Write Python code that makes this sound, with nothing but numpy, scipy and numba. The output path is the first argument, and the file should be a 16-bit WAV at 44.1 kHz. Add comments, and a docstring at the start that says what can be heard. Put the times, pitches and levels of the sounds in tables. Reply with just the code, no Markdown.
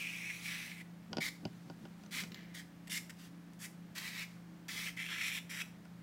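"""Pastel pencil on sanded paper

Close to one microphone in a small room, a pastel pencil draws a broken line across sanded paper
taped to a pad on a wooden desk. The tip catches on the grit: a bright rasp, and a ring of the lead
near 2 kHz that follows the grip. The pencil taps the pad against the desk as the hand shifts.
Farther off, a motor hums steadily under soft room air."""
import sys
import numpy as np
from scipy import signal
from scipy.fft import rfft, irfft
from scipy.io import wavfile
from scipy.ndimage import uniform_filter1d, map_coordinates
from numba import njit

SR = 44100
rng = np.random.default_rng(int(sys.argv[2]) if len(sys.argv) > 2 else 0)


def persist_wave(psi):
    """Save psi, clipped to +-1, as 16-bit WAV."""
    counts = np.round(np.clip(psi, -1, 1) * 32767).astype(np.int16)
    wavfile.write(sys.argv[1], SR, np.atleast_2d(counts).T)


N = 265790
TIME = np.arange(N) / SR


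def pencil():
    """Fine grit makes the rasp; coarser catches ring the lead; the sheet radiates both."""
    stroke_rasp, stroke_ring, stroke_grip = quick_strokes()
    drag_rasp, drag_ring, drag_grip = slow_drags()
    rasp_gain, ring_gain = add_snags(stroke_rasp + drag_rasp, stroke_ring + drag_ring)
    lead_hz, lead_width, overtone_db, bright_db = curves(sorted(stroke_grip + drag_grip))
    tooth = drift(260)  # the paper's uneven tooth shakes the contact force
    rasp = tip_rasp(tooth, bright_db)
    ring = lead_ring(tooth, lead_hz, lead_width, overtone_db)
    return sheet_resonances(rasp_gain * rasp + ring_gain * ring)


# Quick strokes on the paper, close to the microphone. Each row: landing, lift, attack and release in
# seconds, rasp level, ring level, midway sag and tightening of the grip in dB, ring pitch and width
# in Hz, overtones and brightness in dB.
QUICK_STROKES = [ (1.204, 1.293, 0.0052, 0.0026, -44.5, -42.5, -2, -4.5, 2120, 393, 4, -1.5),
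                 (2.109, 2.243, 0.017, 0.029, -46.5, -46.5, -2, 4, 2120, 800, 3, -0.5),
                 (2.35, 2.54, 0.0033, 0.11, -59.5, -55.5, 5, 1, 2000, 604, -9, -33),
                 (2.541, 2.617, 0.007, 0.022, -49.5, -51, 3.5, 7, 1930, 560, 5, -1.5),
                 (2.896, 2.991, 0.025, 0.012, -47, -45.5, 1.5, 5, 2050, 402, -2, 8),
                 (3.164, 3.294, 0.032, 0.036, -58, -75, -0.5, 14, 1840, 500, 14, -4.5),
                 (3.59, 3.672, 0.056, 0.015, -54, -55.5, -4.5, 11, 1860, 447, -5, 8),
                 (3.949, 4.248, 0.0074, 0.019, -46, -48, 4, 9, 2100, 580, -29, -4),
                 (4.682, 4.914, 0.0009, 0.028, -47, -47.5, -2, 8, 2130, 540, -8, -2),
                 (5.493, 5.625, 0.0098, 0.0034, -49.5, -44, 3, 5, 2080, 790, 3, 2), ]

def quick_strokes(edge_db=12.5, glide_hz_per_db=22):
    """Rasp gain, ring gain and grip rows of strokes that press more lightly at both ends."""
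    rasp_gain, ring_gain, grip = np.zeros(N), np.zeros(N), []
    for start, end, attack_s, release_s, *stroke in QUICK_STROKES:
        rasp_db, ring_db, sag_db, tighten_db, hz, *tone = stroke
        along = np.clip((TIME - start) / (end - start), 0, 1)
        landing = np.clip(1 - (TIME - start) / attack_s, 0, 1)
        lifting = np.clip(1 - (end - TIME) / release_s, 0, 1)
        pressure_db = -edge_db * (landing + lifting) - sag_db * np.sin(np.pi * along) ** 2
        contact = touch(start, end, rise_s=0.00029, fall_s=0.014)
        rasp_gain += contact * undb(rasp_db + pressure_db)
        # a tighter grip rings the lead harder and higher
        ring_gain += contact * undb(ring_db + pressure_db + tighten_db * (along - .5))
        glide_hz = glide_hz_per_db * tighten_db
        grip += [(start, hz - glide_hz / 2, *tone), (end, hz + glide_hz / 2, *tone)]
    return rasp_gain, ring_gain, grip


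# Two slow drags over the paper, a list each. Each row: time in seconds, rasp and ring levels in dB.
DRAG_LEVELS = [
    [(0.0, -50, -45), (0.05, -53, -41.5), (0.196, -55, -49), (0.298, -54.5, -46), (0.416, -53.5, -56),
     (0.486, -46.5, -46), (0.49, -48.5, -43.5), (0.71, -55, -51), (0.718, -57.5, -48),
     (0.756, -61.5, -58.5), (0.814, -58.5, -52.5), (0.82, -63, -56)],
    [(4.965, -58, -59), (4.977, -57, -45.5), (4.999, -52.5, -41), (5.083, -57, -50.5), (5.091, -55, -43.5),
     (5.129, -53, -42.5), (5.163, -54.5, -43), (5.277, -45.5, -40), (5.305, -50.5, -44), (5.369, -45, -45),
     (5.377, -48.5, -40.5), (5.39, -52, -49)],
]
# The lead's ring, a list for each drag. Each row: time in seconds, pitch and width in Hz.
DRAG_GRIPS = [
    [(0.0, 2460, 344), (0.1, 2390, 332), (0.2, 2230, 440), (0.31, 2290, 340), (0.48, 2220, 423),
     (0.54, 2100, 1082), (0.61, 2130, 850), (0.72, 2200, 440), (0.82, 2210, 380)],
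    [(4.965, 2100, 600), (5.01, 2130, 447), (5.07, 2280, 900), (5.1, 1930, 1310), (5.2, 2160, 830),
     (5.27, 2230, 640), (5.32, 2310, 500), (5.39, 2230, 650)],
]
# The colour of each drag. Each row: overtones in dB, brightness in dB.
DRAG_COLOURS = [(-4, 0.5), (-2, 1)]

def slow_drags():
    """Gains and grip rows of the drags: the ring's pitch and width glide along each drag."""
    rasp_gain, ring_gain, grip = np.zeros(N), np.zeros(N), []
    for levels, rings, tone in zip(DRAG_LEVELS, DRAG_GRIPS, DRAG_COLOURS):
        rasp_db, ring_db = curves(levels)
        contact = touch(levels[0][0], levels[-1][0], rise_s=0.00062, fall_s=0.002)
        rasp_gain += contact * undb(rasp_db)
        ring_gain += contact * undb(ring_db)
        grip += [(*row, *tone) for row in rings]
    return rasp_gain, ring_gain, grip


# Snags along the line. Each row: start in seconds, rasp level in dB, length in seconds, ring in dB
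# relative to the rasp.
TIP_SNAGS = [(0.066, -65.5, .01, 22), (0.298, -59, 0.013, 16), (0.456, -57, 0.008, 14),
             (0.475, -56, 0.0058, 11), (2.318, -45.5, 0.0048, -17), (2.3437, -40.5, 0.0031, -12),
             (2.871, -61.5, 0.011, 4), (3.095, -53, 0.013, 2.5), (3.533, -63.5, 0.0025, -1),
             (3.978, -40.5, 0.0078, -14), (4.044, -46.5, 0.049, -4), (4.686, -54, 0.0135, 13.5),
             (4.86, -56.5, 0.016, 15), (5.212, -51, 0.0064, 10.5), (5.261, -49.5, 0.025, 5),
             (5.616, -46.5, 0.0051, 5.5), (5.849, -72, .008, 1)]

def add_snags(rasp_gain, ring_gain):
    """The tip snags or just touches the grit, briefly adding power to rasp and ring."""
    for start, db, length, ring_db in TIP_SNAGS:
        contact = touch(start, start + length, rise_s=0.0011, fall_s=0.0013)
        rasp_gain = np.hypot(rasp_gain, contact * undb(db))
        ring_gain = np.hypot(ring_gain, contact * undb(db + ring_db))
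    return rasp_gain, ring_gain


# The rasp right at the tip. Each row: frequency in Hz, relative level in dB.
RASP_SPECTRUM = [(200, -13), (700, -12.5), (1000, -6), (1250, -2), (1470, -3), (1750, 3), (2600, 1),
                 (3300, 4), (4600, 4), (5700, 1), (6800, -1), (7600, -0.5), (8700, -3), (9600, -3),
                 (12500, -5.5), (15800, -9)]

def tip_rasp(tooth, bright_db):
    """Pigment breaks on the abrasive in tiny fractures; each stroke has its own brightness."""
    fractures = grit(per_s=14000, spread_db=5.5) * undb(0.72 * tooth)
    rasp = short_echoes(unit(colour(fractures, RASP_SPECTRUM)))
    return rasp + (undb(bright_db) - 1) * resonate(rasp, hz=9400, width=17700)


# Higher modes of the lead. Each row: frequency in Hz, width in Hz, relative level in dB.
LEAD_OVERTONES = [(2960, 660, -20.5), (5540, 340, -19), (7000, 410, -30)]

def lead_ring(tooth, lead_hz, lead_width, overtone_db, wander_share=0.013, skirt_widths=2.1):
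    """Coarse catches ring the lead, whose pitch wavers as the tip rocks on the grit."""
    catches = grit(per_s=3500, spread_db=3.5) * undb(0.73 * tooth)
    catches = highpass(catches, hz=1300, order=2)  # the thin tip radiates little bass
    lead_hz = lead_hz * (1 + wander_share * drift(30))
    ring = resonate(catches, lead_hz, lead_width)
    ring = resonate(ring, lead_hz, skirt_widths * lead_width)  # steepens the flanks of the peak
    ring *= np.sqrt(lead_width.mean() / lead_width)  # less damping: a narrower, taller peak
    for hz, width, db in LEAD_OVERTONES:
        overtone = resonate(catches, hz, width)
        ring += undb(db + overtone_db) * resonate(overtone, hz, width=1600)
    return unit(ring)


# Two short echoes of the rasp that change along the line. Each row: time in seconds, delay of the inverted echo
# in ms, its share, delay of the upright echo in ms, its share.
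SHORT_ECHOES = [ (0.05, 0.43, 0.22, 0.315, 0.13), (0.75, 0.41, 0.16, 0.3, 0.15),
                (1.2, 0.36, 0.16, 0.94, 0.1), (1.32, 0.37, 0.19, 1.2, 0.1), (2.1, 0.36, 0.1, 0.7, 0.14),
                (2.26, 0.54, 0.14, 0.78, 0.11), (2.53, 0.65, 0.15, 0.6, 0.13), (3.0, 0.87, 0.15, 0.53, 0.13),
                (3.58, 1, 0.14, 0.9, 0.19), (3.7, 0.91, 0.14, 0.97, 0.16), (3.95, 0.442, 0.22, 0.45, 0.11),
                (4.26, 0.44, 0.12, 0.41, 0.15), (4.68, 0.48, 0.1, 0.31, 0.11),
                (4.92, 0.39, 0.13, 0.33, 0.16), (4.96, 0.54, 0.14, 0.56, 0.18),
                (5.24, 0.465, 0.16, 0.547, 0.15), (5.63, 0.455, 0.26, 0.52, 0.15), ]

def short_echoes(x):
    """Two short echoes shift with the place of the tip, so each place has its own hollow colour."""
    inverted_ms, inverted_share, upright_ms, upright_share = curves(SHORT_ECHOES)
    return unit(x - inverted_share * delay(x, inverted_ms) + upright_share * delay(x, upright_ms))


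# The sheet under the travelling tip. Each row: time in seconds, lower resonance in Hz, its gain in dB,
# upper resonance in Hz, its gain in dB, dead spot in Hz.
SHEET_MODES = [ (0.05, 2980, 4, 5500, 0, 3720), (0.28, 2540, 5, 5614, 7, 4685),
               (0.6, 2500, 1, 5960, 1.5, 7160), (1.25, 3850, 5, 4700, 2, 2460),
               (2.18, 2460, 5.5, 3280, 2.5, 2680), (2.6, 3160, 5, 4170, 0, 2600),
               (2.89, 2840, 16, 3540, 7, 4040), (3.0, 2920, 3, 3750, 2, 4030),
               (3.64, 3950, -7, 5500, -3, 4300), (4.1, 3820, 4.5, 4900, -0.5, 3270),
               (4.8, 3100, 3.5, 4900, 3, 2750), (4.98, 3230, 8, 5260, 2, 4700),
               (5.22, 3430, 0, 5540, 7.5, 4900), (5.38, 3420, 7, 5730, 0, 4720),
               (5.5, 2650, -3, 3400, -8, 4200), (5.63, 2670, 5.5, 3450, 3, 4180), ]

def sheet_resonances(x, dead_db=-8):
    """Two resonances and a dead spot of the paper move with the place of the tip."""
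    low_hz, low_db, high_hz, high_db, dead_hz = curves(SHEET_MODES)
    for hz, db in ((low_hz, low_db), (high_hz, high_db), (dead_hz, dead_db)):
        x = x + (undb(db) - 1) * resonate(x, hz, width=0.09 * hz / undb(db / 2))
    return x


# Taps of the pad on the desk, close by. Each row: start in seconds, thud and click levels in dB, tick
# pitch in Hz, its level in dB, hardness in dB per octave, desk thump pitch in Hz, its level in dB.
PAD_TAPS = [(1.1305, -33, -37.5, 4820, -34, 1.5, 169, -52), (1.1698, -31, -32.5, 4920, -35, -1, 151, -40),
            (1.1832, -29.5, -35, 4900, -38, -1.5, 172, -33.5), (1.4525, -30, -38, 4740, -37, -5, 112, -35),
            (1.699, -37, -49, 4860, -50, -1, 170, -39.5), (1.853, -42.5, -49, 4900, -58, 0.5, 175, -58),
            (1.997, -51, -62, 4900, -70, -3, 140, -62), (2.036, -50, -51, 5840, -57, 1, 139, -63),
            (2.062, -59, -55, 6170, -52, 6, 140, -56), (2.236, -51, -37, 5700, -44, 9, 141, -56),
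            (5.854, -54, -58, 4970, -73, 5, 140, -57)]
# The pad's low modes. Each row: frequency in Hz, dB relative to the thud, 60 dB decay in seconds.
PAD_MODES = [(165, -10, 0.1), (229, -11, 0.09), (292, -4.5, 0.037), (364, -5.5, 0.033), (467, -9, 0.024),
             (593, -12, 0.075), (660, -7.5, 0.029), (778, -12.5, 0.077), (942, -13.5, 0.055),
             (1060, -15.5, 0.034), (1447, -10, 0.041)]
# The pencil's modes. Each row: multiple of the tick pitch, relative dB, 60 dB decay in seconds.
TICK_MODES = [(0.61, -5, 0.017), (0.67, -6.5, 0.014), (1, -0.5, 0.014), (1.11, -9, 0.013),
              (1.33, -18, 0.013)]
# The click where the pencil lands. Each row: frequency in Hz, gain in dB.
CLICK_SPECTRUM = [(500, 2), (1400, -10), (2200, 2), (3000, 7), (3600, -2), (4200, -2), (4900, 4),
                  (5800, -3), (6600, -11), (8500, -18), (15000, -33)]

def pad_taps(click_s=0.0033, push_cycles=0.65, thump_t60_s=0.097):
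    """A dry click and the pencil's short wooden tick, a thud of the pad, the desk's thump under it."""
    taps = np.zeros(N)
    t = TIME[:SR // 4]
    for start, thud_db, click_db, tick_hz, tick_db, hardness, thump_hz, thump_db in PAD_TAPS:
        burst = rng.standard_normal(len(t)) * np.exp(-t / click_s)
        blow = undb(click_db) * colour(burst, CLICK_SPECTRUM)
        modes = [(thump_hz, thump_db, thump_t60_s)]
        modes += [(hz, thud_db + db + hardness * np.log2(hz / 500), t60) for hz, db, t60 in PAD_MODES]
        modes += [(tick_hz * ratio, tick_db + db, t60) for ratio, db, t60 in TICK_MODES]
        for hz, db, t60 in modes:
            rise = 1 - np.exp(-t * hz / push_cycles)
            blow += undb(db - 60 * t / t60) * rise * np.sin(2 * np.pi * (hz * t + rng.random()))
        i = int(start * SR)
        taps[i:i + len(t)] += blow[:N - i]
    return highpass(taps, hz=75, order=3)  # so small a pad radiates little deep bass


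# The side of the hand shifts on the sheet, beside the tip. Each row: middle and half length in
# seconds, brush level in dB, desk rumble level in dB.
HAND_SHIFTS = [(1.123, 0.0099, -80, -50), (1.61, 0.41, -72, -72), (1.82, 0.041, -89, -58),
               (2.043, 0.042, -72, -62), (2.28, 0.18, -93, -54), (4.322, 0.083, -69.5, -90)]

def hand(rock_s=0.018, rock_db=-20):
    """Skin brushes softly over the sheet, and its drag makes the desk rumble."""
    brush_gain = sum(undb(db) * swell(s, half_s) for s, half_s, db, _ in HAND_SHIFTS)
    rumble_gain = sum(undb(db) * swell(s, half_s) for s, half_s, _, db in HAND_SHIFTS)
    for start, thud_db, *_ in PAD_TAPS:  # the pad rocks just before each tap
        rumble_gain += undb(thud_db + rock_db) * swell(start - rock_s, rock_s)
    friction = grit(per_s=6500, spread_db=-2.5) * undb(0.93 * drift(24.63))
    brush = resonate(friction, hz=3300, width=3700)
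    rumble = resonate(resonate(friction, hz=208, width=56), hz=150, width=440)
    return unit(brush) * brush_gain + unit(rumble) * rumble_gain


def desk_reflections(x, share=0.12, drift_ms_per_s=0.3, count=7):
    """Hand, desk and things on it reflect the pencil; the paths change as it crosses the sheet."""
    paths = zip(rng.uniform(1, 7, count), rng.uniform(-1.26, 1, count))
    echoes = sum(delay(x, ms + drift_ms_per_s * slope * (TIME - TIME.mean())) for ms, slope in paths)
    return (x + share * echoes) / np.sqrt(1 + count * share ** 2)


def room(x, wet_db, low_db, t60_low, t60_high, gap_s):
    """Diffuse echoes of the small room, with their own level and decay below and above 5 kHz."""
    t = TIME[:SR]
    noise = rng.standard_normal(len(t))
    low = signal.sosfiltfilt(signal.butter(2, 5000, fs=SR, output="sos"), noise)
    tail = low * undb(low_db - 60 * t / t60_low) + (noise - low) * undb(-60 * t / t60_high)
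    tail *= np.clip(t / gap_s - 1, 0, 1)  # the echoes arrive after the direct sound
    return x + undb(wet_db) * signal.fftconvolve(x, tail / np.linalg.norm(tail))[:N]


# A motor somewhere away from the desk. Each row: frequency in Hz, rms level in dB, waver as a share.
MOTOR_TONES = [(121, -68.5, 0.27), (172.5, -54.5, 0.18), (202, -64, 0.2), (236.7, -71.5, 1.1),
               (286, -69.5, 1.5), (317.6, -72.5, 1.4)]

def motor_hum():
    """A motor hums, each low tone wavering in level and phase."""
    hum = np.zeros(N)
    for hz, db, waver in MOTOR_TONES:
        wobble = 1 + waver * (drift(9) + 1j * drift(5.6))
        tone = np.exp(2j * np.pi * (hz * TIME + rng.random()))
        hum += undb(db) * np.sqrt(2) * np.real(wobble * tone) / np.sqrt(1 + 2 * waver ** 2)
    return hum


# Room tone all around the microphone. Each row: frequency in Hz, relative level in dB.
AIR_SPECTRUM = [(25, -19), (50, -5), (90, -3), (140, 3), (200, 4), (300, -1.5), (420, -7), (700, -8),
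                (1100, -11), (1700, -11.5), (3000, -18.5), (6000, -24), (10000, -29), (15500, -29)]

def room_air(level_db=-60.5):
    """The air of the room is a soft, dark, steady noise."""
    return undb(level_db) * unit(colour(rng.standard_normal(N), AIR_SPECTRUM))


def grit(per_s, spread_db):
    """Tiny random impulses of uneven size, as one surface catches on another."""
    hits = rng.random(N) < per_s / SR
    signs = rng.choice([-1, 1], N)
    sizes = undb(spread_db * np.clip(rng.standard_normal(N), -2, 2))
    return unit(hits * signs * sizes)


def touch(start, end, rise_s, fall_s):
    """The tip lands quickly, stays, and lifts off."""
    return np.clip((TIME - start) / rise_s, 0, 1) * np.exp(-np.maximum(TIME - end, 0) / fall_s)


def swell(middle, half_s):
    """A smooth rise and fall around a moment."""
    return np.exp(-np.minimum(((TIME - middle) / half_s) ** 2, 50))


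def drift(per_s):
    """Smoothed random steps with rms 1."""
    hold = int(SR / per_s)
    steps = np.repeat(rng.standard_normal(N // hold + 1), hold)
    return unit(uniform_filter1d(uniform_filter1d(steps, hold), hold)[:N])


def curves(rows):
    """Join (seconds, value, ..) rows by straight lines, one curve a column."""
    times, *columns = np.transpose(rows)
    return [np.interp(TIME, times, column) for column in columns]


def delay(x, ms):
    """Read a sound late by a time that may move."""
    return map_coordinates(x, [np.arange(N) - ms * SR / 1000], order=3)


def colour(x, points, size=2048):
    """Minimum-phase filter through (Hz, dB) points."""
    hz, db = np.transpose(points)
    grid_hz = np.maximum(np.arange(size // 2 + 1) * SR / size, 1)
    gain = undb(np.interp(np.log(grid_hz), np.log(hz), db))
    cepstrum = irfft(np.log(gain))
    causal_fold = np.r_[1, np.full(size // 2 - 1, 2), np.zeros(size // 2)]
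    impulse = irfft(np.exp(rfft(cepstrum * causal_fold)))
    return signal.fftconvolve(x, impulse)[:len(x)]


def resonate(x, hz, width):
    """One resonance, steady or moving, with centre and width in Hz."""
    return moving_bandpass(x + 1e-18, hz * np.ones(len(x)), width * np.ones(len(x)))


@njit
def moving_bandpass(x, hz, width):
    """State-variable band-pass with gain 1 at its centre."""
    y, band_state, low_state = np.empty(len(x)), 0., 0.
    for i in range(len(x)):
        tuning, damping = np.tan(np.pi * hz[i] / SR), width[i] / hz[i]
        band = (band_state + tuning * (x[i] - low_state)) / (1 + tuning * (tuning + damping))
        band_state = 2 * band - band_state
        low_state += 2 * tuning * band
        y[i] = damping * band
    return y


def highpass(x, hz, order):
    """Roll off the bass."""
    return signal.sosfilt(signal.butter(order, hz, "high", fs=SR, output="sos"), x)


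def undb(db):
    """Decibels to gain."""
    return 10 ** (np.asarray(db) / 20)


def unit(x):
    """Scale to rms 1."""
    return x / np.sqrt(np.mean(x ** 2))


def scene():
    """Pencil, pad and hand close to one microphone, with the room behind them."""
    drawing = desk_reflections(pencil())
    drawing = room(drawing, wet_db=-9.0, low_db=-3.0, t60_low=0.35, t60_high=0.35, gap_s=0.0016)
    handling = room(pad_taps() + hand(), wet_db=-16, low_db=0, t60_low=0.2, t60_high=0.16, gap_s=0.004)
    return (drawing + handling + motor_hum() + room_air())[None]


def record(dry, top_hz=15800):
    """The recorder cuts the top treble steeply."""
    return signal.sosfilt(signal.ellip(10, .2, 60, top_hz, fs=SR, output="sos"), dry)


dry = scene()
out = record(dry)
persist_wave(out)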